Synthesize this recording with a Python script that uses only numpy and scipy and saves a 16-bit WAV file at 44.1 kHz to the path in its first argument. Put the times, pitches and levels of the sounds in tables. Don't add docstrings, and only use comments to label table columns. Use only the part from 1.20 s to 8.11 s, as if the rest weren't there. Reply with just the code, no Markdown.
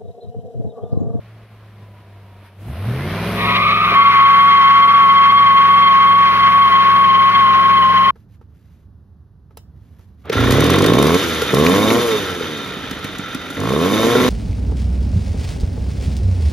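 import sys
import numpy as np
from scipy import signal
from scipy.fft import rfft, irfft, next_fast_len
from scipy.io import wavfile
from scipy.ndimage import uniform_filter1d, minimum_filter1d, map_coordinates

SR = 44100
rng = np.random.default_rng(int(sys.argv[2]) if len(sys.argv) > 2 else 0)


def dump(signal):
    limited = np.clip(np.atleast_2d(signal).T, -1, 1)
    pcm = np.round(limited * 32767).astype(np.int16)
    wavfile.write(sys.argv[1], SR, pcm)


N = 304731

CATCH_S, LOCKED_S = 2.715, 2.77
SCRUB_START_S, SCRUB_FULL_S, SCRUB_RELEASE_S, SCRUB_END_S = 2.14, 2.453, 2.7, 3.5

# (time [s], depth [dB], half width [s])
SKIP_DIPS = [(2.84, 7, 0.0097), (2.935, 7, .024), (3.674, 6, .006), (3.73, 7.5, .007), (4.112, 6, .005),
             (5.16, 5, .07), (5.315, 4.5, .016), (5.5, 4.5, 0.015), (5.64, 4.5, .018), (5.715, 3.5, 0.0087),
             (6.125, 5, .024), (6.735, 5.5, .008)]
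# (level with cold rubber [dB], fade as it heats [dB/s])
MAIN_FADE = (3, 1.06)
SECOND_FADE = (-14, 2.5)
FAST_FLUTTER_FADE = (-16, 1.2)
SLOW_FLUTTER_FADE = (-20, 1.6)
HELD_BACK_DB = 2


def squeal():
    db = fading(MAIN_FADE) - HELD_BACK_DB * (1 - rise(SCRUB_RELEASE_S, SCRUB_END_S))
    skip_db = bumps(SKIP_DIPS)
    heat = rise(2.7, 6.3)
    rough = 1 + 0.68 * heat
    falter_db = .4 * rough * wobble(110) ** 2
    main = angle(squeal_pitch(skip_db) + 4 * wobble(60)) + 0.056 * rough * wobble(260)
    chatter = angle(23 + 9 * wobble(22))
    burst_db = 3.8 * np.cos(chatter) + 2.4 * wobble(70) + .9 * wobble(12)
    mode_ratio = 1.865
    bend_hz = 24 * np.cos(chatter + .7) + 17 * wobble(120)
    second = mode_ratio * main + angle(bend_hz)
    fast = angle(232 + 9 * wobble(60))
    slow = angle(112 + 14 * wobble(60))
    voice = amp(db - skip_db - falter_db) * tone(main)
    voice += amp(fading(SECOND_FADE) + burst_db) * tone(second)
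    voice += amp(db - 29 + 0.78 * wobble(44)) * tone(2 * main)
    sum_tones = tone(main + second) + (0.15 + 0.24 * heat) * tone(main + second + fast)
    voice += amp(db - 20.5 - skip_db + burst_db) * sum_tones
    voice += amp(db - 34 + burst_db) * tone(2 * main + second)
    fast_db = fading(FAST_FLUTTER_FADE) - 14.0 * rise(4.0, 4.15)
    fast_sides = tone(main + fast) - 0.23 * tone(main - fast)
    voice += amp(fast_db + 2.3 * wobble(30)) * fast_sides
    slow_sides = tone(main + slow) - .5 * tone(main - slow)
    voice += amp(fading(SLOW_FLUTTER_FADE) + 2.5 * wobble(30)) * slow_sides
    return rise(CATCH_S, LOCKED_S) ** 2 * voice


SQUEAL_HZ, CREST_S, SAG_HZ_PER_S2 = 1112.8, 3.54, 3.75
TURN_S, WHEEL_HZ, WHEEL_HZ_PER_S = 2.783, 2.09, .175
SWAY_HZ, LEAN_HZ, SKIP_HZ_PER_DB = 9, 3.8, 2
SCOOP_HZ, SCOOP_S = 40.08, 0.03496


def squeal_pitch(skip_db):
    t = clock() - TURN_S
    turn = 2 * np.pi * (WHEEL_HZ * t + WHEEL_HZ_PER_S * t ** 2 / 2)
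    sway = SWAY_HZ * np.cos(turn) + LEAN_HZ * np.sin(2 * turn)
    scoop = SCOOP_HZ * np.exp(-np.maximum(clock() - CATCH_S, 0) / SCOOP_S)
    sag = SAG_HZ_PER_S2 * (clock() - CREST_S) ** 2
    return SQUEAL_HZ - sag + sway - scoop + SKIP_HZ_PER_DB * skip_db


# (time [s], pitch [Hz])
SCRUB_PITCH = [(2.2, 1084), (2.4, 1149), (2.56, 1221), (2.8, 1155), (3, 1133)]
# (frequency [Hz], relative density [dB per Hz])
SPRAY_COLOUR = [(1200, -20), (2200, 5.5), (3000, -1.5), (3800, 0), (4600, -14.5), (6000, -33.5),
                (9000, -44.5)]
# (frequency [Hz], left-right likeness [-1 to 1])
TYRE_WIDTH = [(1000, 1), (2300, .65), (3100, 0.86), (4500, 1), (7000, 0.14)]


def scrub():
    hz, = curves(SCRUB_PITCH)
    release = 1 - rise(SCRUB_RELEASE_S, SCRUB_END_S)
    low, high = np.zeros(N), np.zeros(N)
    spread = 1 - .42 * rise(2.28, 2.45)
    for detune, patch_db in [(-.11, -5), (0, 1), (.11, -3)]:
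        slip = angle(hz * (1 + spread * detune + .019 * wobble(80))) + 0.29 * wobble(300)
        low += amp(patch_db + 1.5 * wobble(60)) * tone(slip)
        high += amp(2.6 * wobble(70)) * tone(1.97 * slip + 0.67 * wobble(200))
    spray = amp(-20 + 2.5 * wobble(60)) * rush(SPRAY_COLOUR, TYRE_WIDTH)
    caught = rise(CATCH_S, LOCKED_S)
    lower = rise(SCRUB_START_S, SCRUB_FULL_S) * amp(-10.5 - 2.7 * caught) * unit(low)
    upper = rise(SCRUB_START_S, 2.316) * amp(2.5 * caught) * (amp(-18.5) * unit(high) + spray)
    return release * (lower + upper)


# (time [s], how much louder on the left [dB])
TYRE_BALANCE = [(2.3, 1), (4.2, .9), (4.9, .5), (5.3, .7), (5.7, 1.7), (6.9, 2)]
# (frequency [Hz], relative density [dB per Hz])
RUBBER_COLOUR = [(500, -46.5), (750, -10), (900, -4.5), (1050, 4.5), (1200, 2), (1450, 1.5), (1750, -1),
                 (2150, -1), (2700, -6), (3300, -10.5), (3800, -11.5), (5000, -20.5), (6000, -28),
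                 (9000, -54)]
# (frequency [Hz], relative density [dB per Hz])
HISS_COLOUR = [(5000, -31.5), (7300, -15.5), (9000, 1.5), (11500, 5), (13000, 1.5), (14500, -7),
               (16000, -18)]
# (level with cold rubber [dB], fade as it heats [dB/s])
FRICTION_FADE = (-11.5, 0.77)
DUST_FADE = (-43.5, 2.5)


def tyre():
    pan_db, = curves(TYRE_BALANCE)
    grip_db = 0.96 * wobble(14) + wobble(45) + 0.39 * wobble(250)
    spinning = rise(2.22, 2.95) ** 2
    friction = amp(fading(FRICTION_FADE) + grip_db) * spinning * rush(RUBBER_COLOUR, TYRE_WIDTH)
    dust = amp(fading(DUST_FADE) + 2 * wobble(12)) * spinning * rush(HISS_COLOUR, TYRE_WIDTH)
    sound = friction + dust + scrub() + squeal()
    lag_s = 0.00011
    sides = np.array([[1], [-1]])
    delayed = filtered(sound, lambda hz: np.exp(-1j * np.pi * hz * lag_s * sides))
    return amp(sides * pan_db / 2) * delayed


def fading(layer):
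    cold_db, db_per_s = layer
    return cold_db - db_per_s * np.maximum(clock() - CATCH_S, 0)


FULL_REVS_HZ, IDLE_HZ = 21.6, 6.2
# (multiple of the cycle rate, relative level [dB])
LOADED_LINES = [(1, -29), (2, -30.5), (3, -9), (4, -22.5), (5, 1), (6, -16.5), (7, -19.5), (8, 0.5),
                (9, -2), (10, -4), (11, -11.5), (12, -16), (13, -20.5), (14, -14), (16, -11), (17, -13.5),
                (18, -20), (19, -8.5), (20, -10.5), (26, -8), (27, -16), (32, -7.5)]
# (frequency [Hz], relative gain [dB])
PIPE_COLOUR = [(20, -29.5), (60, -9), (90, -1), (118, -3), (145, -15), (180, -13), (215, -9.5),
               (270, -24.5), (400, -20.5), (490, -29.5), (565, -23.5), (620, -33), (695, -22.5)]
# (frequency [Hz], relative density [dB per Hz])
RUMBLE_COLOUR = [(15, -41.5), (28, -26), (50, 0.5), (110, -0.5), (150, 2.5), (210, 4), (260, -7),
                 (400, -49)]
# (frequency [Hz], relative density [dB per Hz])
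BURBLE_COLOUR = [(15, -26), (25, -23), (36, -7.5), (55, 0.5), (100, -0.5), (135, -1), (195, 2.5),
                 (250, -7.5), (320, -9), (500, -37.5)]
# (frequency [Hz], left-right likeness [-1 to 1])
ENGINE_WIDTH = [(100, 0.97), (300, 0.99), (700, 1), (1400, .85), (3000, 0.7), (5000, 0.025), (8000, 0.033)]
# (time [s], gain [dB], half width [s])
LOPE_BUMPS = [(.28, -7, .025), (.63, 3.5, 0.026), (.84, -4, .02), (1.31, -4.5, .05), (1.415, 5, .025),
              (1.49, 4, 0.02)]
# (level at idle [dB], gain from the open throttle [dB], further gain at full revs [dB])
BOOM_EFFORT = (-42, 11.5, 8.5)
BOOM_HZ, BOOM_WIDTH_HZ, BOOM_PEAK_DB = 115.3, 16, 8.5
STRAIN_FROM_S, STRAIN_RISE_DB_PER_S = 4.8, 0.44


def exhaust(cycle_hz, crank):
    load = rise(1.43, 1.53)
    cylinders = 8
    resonance_db = BOOM_PEAK_DB * np.exp(-((cylinders * cycle_hz - BOOM_HZ) / BOOM_WIDTH_HZ) ** 2)
    boom_db = effort(BOOM_EFFORT, cycle_hz) + resonance_db + bumps(LOPE_BUMPS)
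    boom_db += STRAIN_RISE_DB_PER_S * np.maximum(clock() - STRAIN_FROM_S, 0)
    light_load_db = -6 * (1 - rise(1.73, 2.23))
    lines, power = np.zeros(N), np.zeros(N)
    for multiple, db in LOADED_LINES:
        order = round(multiple)
        pipe_db = along(PIPE_COLOUR, order * cycle_hz) - along(PIPE_COLOUR, order * FULL_REVS_HZ)
        gain = amp(db + pipe_db + light_load_db * (order != cylinders))
        smear = 3 * np.pi / 8 * order ** 2
        lines += gain * amp(1.2 * wobble(14)) * tone(order * crank + smear)
        power += gain ** 2
    rumble = amp(-11.5) * rush(RUMBLE_COLOUR, ENGINE_WIDTH)
    loaded = amp(-0.75) * lines / np.sqrt(power) + rumble
    hum = 2 * cylinders * crank
    idle = amp(-0.5 + 1.0 * wobble(15.6)) * tone(hum)
    idle += amp(-17.0 + 2.0 * wobble(8.6)) * tone(2 * hum)
    gulp = rise(1.34, 1.46)
    idle = amp(-1.5 * gulp) * idle + amp(-10 + 4 * gulp) * rush(BURBLE_COLOUR, ENGINE_WIDTH)
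    return amp(boom_db) * (np.sqrt(load) * loaded + np.sqrt(1 - load) * idle)


# (time [s], cycle rate [Hz], eight firings a cycle)
REV_CURVE = [(0, 7), (.85, 6.3), (1.3, 6.05), (1.43, 6.2), (1.5, 7.9), (1.68, 14.3), (1.85, 18.3),
             (2, 20.6), (2.1, 21.5), (2.27, 22), (2.7, 21.3), (5.2, 21.62), (6.91, 22.05)]
# (frequency [Hz], relative density [dB per Hz])
RASP_COLOUR = [(150, -37), (270, -7), (380, 1.5), (520, 0), (700, 1), (900, -10.5), (1400, -16),
               (3000, -63)]
# (frequency [Hz], relative density [dB per Hz])
FAN_COLOUR = [(400, -31.5), (850, -2), (1050, 3), (1500, 0), (2300, -1), (3000, -5), (4000, -9),
              (5200, -15), (6300, -21), (7300, -34), (10000, -49.5)]
# (level at idle [dB], gain from the open throttle [dB], further gain at full revs [dB])
RASP_EFFORT = (-53, 8.5, 13.5)
FAN_EFFORT = (-55, 9, 17.5)
HISS_EFFORT = (-71, 14.5, 12.5)
# (time [s], gain [dB], half width [s])
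GASP_BUMP = [(1.265, 7.5, .03)]
# (time [s], gain [dB], half width [s])
THUMP_BUMP = [(2.725, 8, .025)]


def engine():
    cycle_hz, = curves(REV_CURVE)
    rasp_db = effort(RASP_EFFORT, cycle_hz) + bumps(THUMP_BUMP) + .5 * bumps(LOPE_BUMPS)
    fan_db = effort(FAN_EFFORT, cycle_hz) + .9 * bumps(GASP_BUMP) + 0.27 * bumps(LOPE_BUMPS)
    hiss_db = effort(HISS_EFFORT, cycle_hz) + bumps(GASP_BUMP)
    crank = angle(cycle_hz * (1 + .002 * wobble(18)))
    firing, bank = 8 * crank, 5 * crank
    idling = 1 - rise(1.1, 1.8)
    rhythm = 0.38 * np.cos(firing) + 0.62 * np.cos(bank) + 0.1 * np.cos(2 * crank)
    puffs = unit(1 + (1 - 0.79 * idling) * rhythm)
    churn = 1 + 0.22 * (puffs - 1)
    rasp = amp(rasp_db) * puffs * rush(RASP_COLOUR, ENGINE_WIDTH)
    fan = amp(fan_db + 1.1 * wobble(18)) * churn * rush(FAN_COLOUR, ENGINE_WIDTH)
    hiss = amp([[1.3], [-1.3]]) * rush(HISS_COLOUR, ENGINE_WIDTH)
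    hiss *= amp(hiss_db + 1.1 * wobble(12) + .6 * wobble(7)) * churn
    pulley, alternator, pump = 154 * crank, 115.3 * crank, 96 * crank
    whine = amp(-60.0 + 2.1 * wobble(24.9)) * rise(.2, 0.64) * idling * tone(pulley + 1.1 * wobble(69.8))
    whine += amp(-41.5 + 4 * wobble(30)) * rise(1.55, 1.95) * tone(alternator + 1.2 * wobble(90))
    whine += amp(-45 + 2.4 * wobble(25)) * rise(1.4, 1.9) * tone(pump + 1.4 * wobble(90))
    return exhaust(cycle_hz, crank) + rasp + fan + hiss + whine


THROTTLE_S, OPEN_S = 1.37, 1.5


def effort(layer, cycle_hz):
    idle_db, throttle_db, revs_db = layer
    speed = (cycle_hz - IDLE_HZ) / (FULL_REVS_HZ - IDLE_HZ)
    return idle_db + throttle_db * rise(THROTTLE_S, OPEN_S) + revs_db * speed


def amp(db):
    return 10 ** (np.asarray(db) / 20)


def unit(x):
    return x / np.sqrt(np.mean(x ** 2) + 1e-20)


def clock():
    return np.arange(N) / SR


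def along(points, hz):
    f, v = np.transpose(points)
    return np.interp(np.log(hz + 1), np.log(f + 1), v)


def curves(rows):
    s, *cols = np.transpose(rows)
    return [np.interp(clock(), s, c) for c in cols]


def rise(start, end):
    return np.clip((clock() - start) / max(end - start, 1e-3), 0, 1)


def bumps(rows):
    return sum(db * np.exp(-((clock() - s) / width) ** 2) for s, db, width in rows)


def wobble(rate):
    knots = rng.standard_normal(8192)
    return map_coordinates(knots, [clock() * rate], mode="wrap")


def angle(hz):
    return 2 * np.pi * np.cumsum(hz) / SR


def tone(phase):
    return np.sqrt(2) * np.sin(phase)


def filtered(x, response):
    size = next_fast_len(N + 8192)
    return irfft(rfft(x, size) * response(np.fft.rfftfreq(size, 1 / SR)), size)[..., :N]


def rush(spectrum, alike):
    def colour(hz):
        turn = np.arccos(np.clip(along(alike, hz), -1, 1)) / 2
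        return amp(along(spectrum, hz)) * [np.cos(turn), np.sin(turn)]
    mid, side = filtered(rng.standard_normal((2, N)), colour)
    return unit(np.array([mid + side, mid - side]))


THRESHOLD_DB, SQUEEZE, REACT_S = -18.5, .5, 0.055


def gain_control(x):
    keep = np.exp(-1 / (REACT_S * SR))
    power = signal.lfilter([1 - keep], [1, -keep], np.mean(x ** 2, axis=0))
    over_db = np.maximum(10 * np.log10(power + 1e-12) - THRESHOLD_DB, 0)
    return x * amp(-SQUEEZE * over_db)


def scene():
    return tyre() + engine()


TOP_HZ = 15700


def record(dry):
    held = gain_control(dry)
    ceiling = .95
    needed = ceiling / np.maximum(np.abs(held).max(axis=0), ceiling)
    gain = uniform_filter1d(minimum_filter1d(needed, size=441), size=441)
    soft_end = np.clip((N / SR - clock()) / .004, 0, 1) ** 2
    return filtered(held * gain * soft_end, lambda hz: hz < TOP_HZ)


dry = scene()
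out = record(dry)
dump(out)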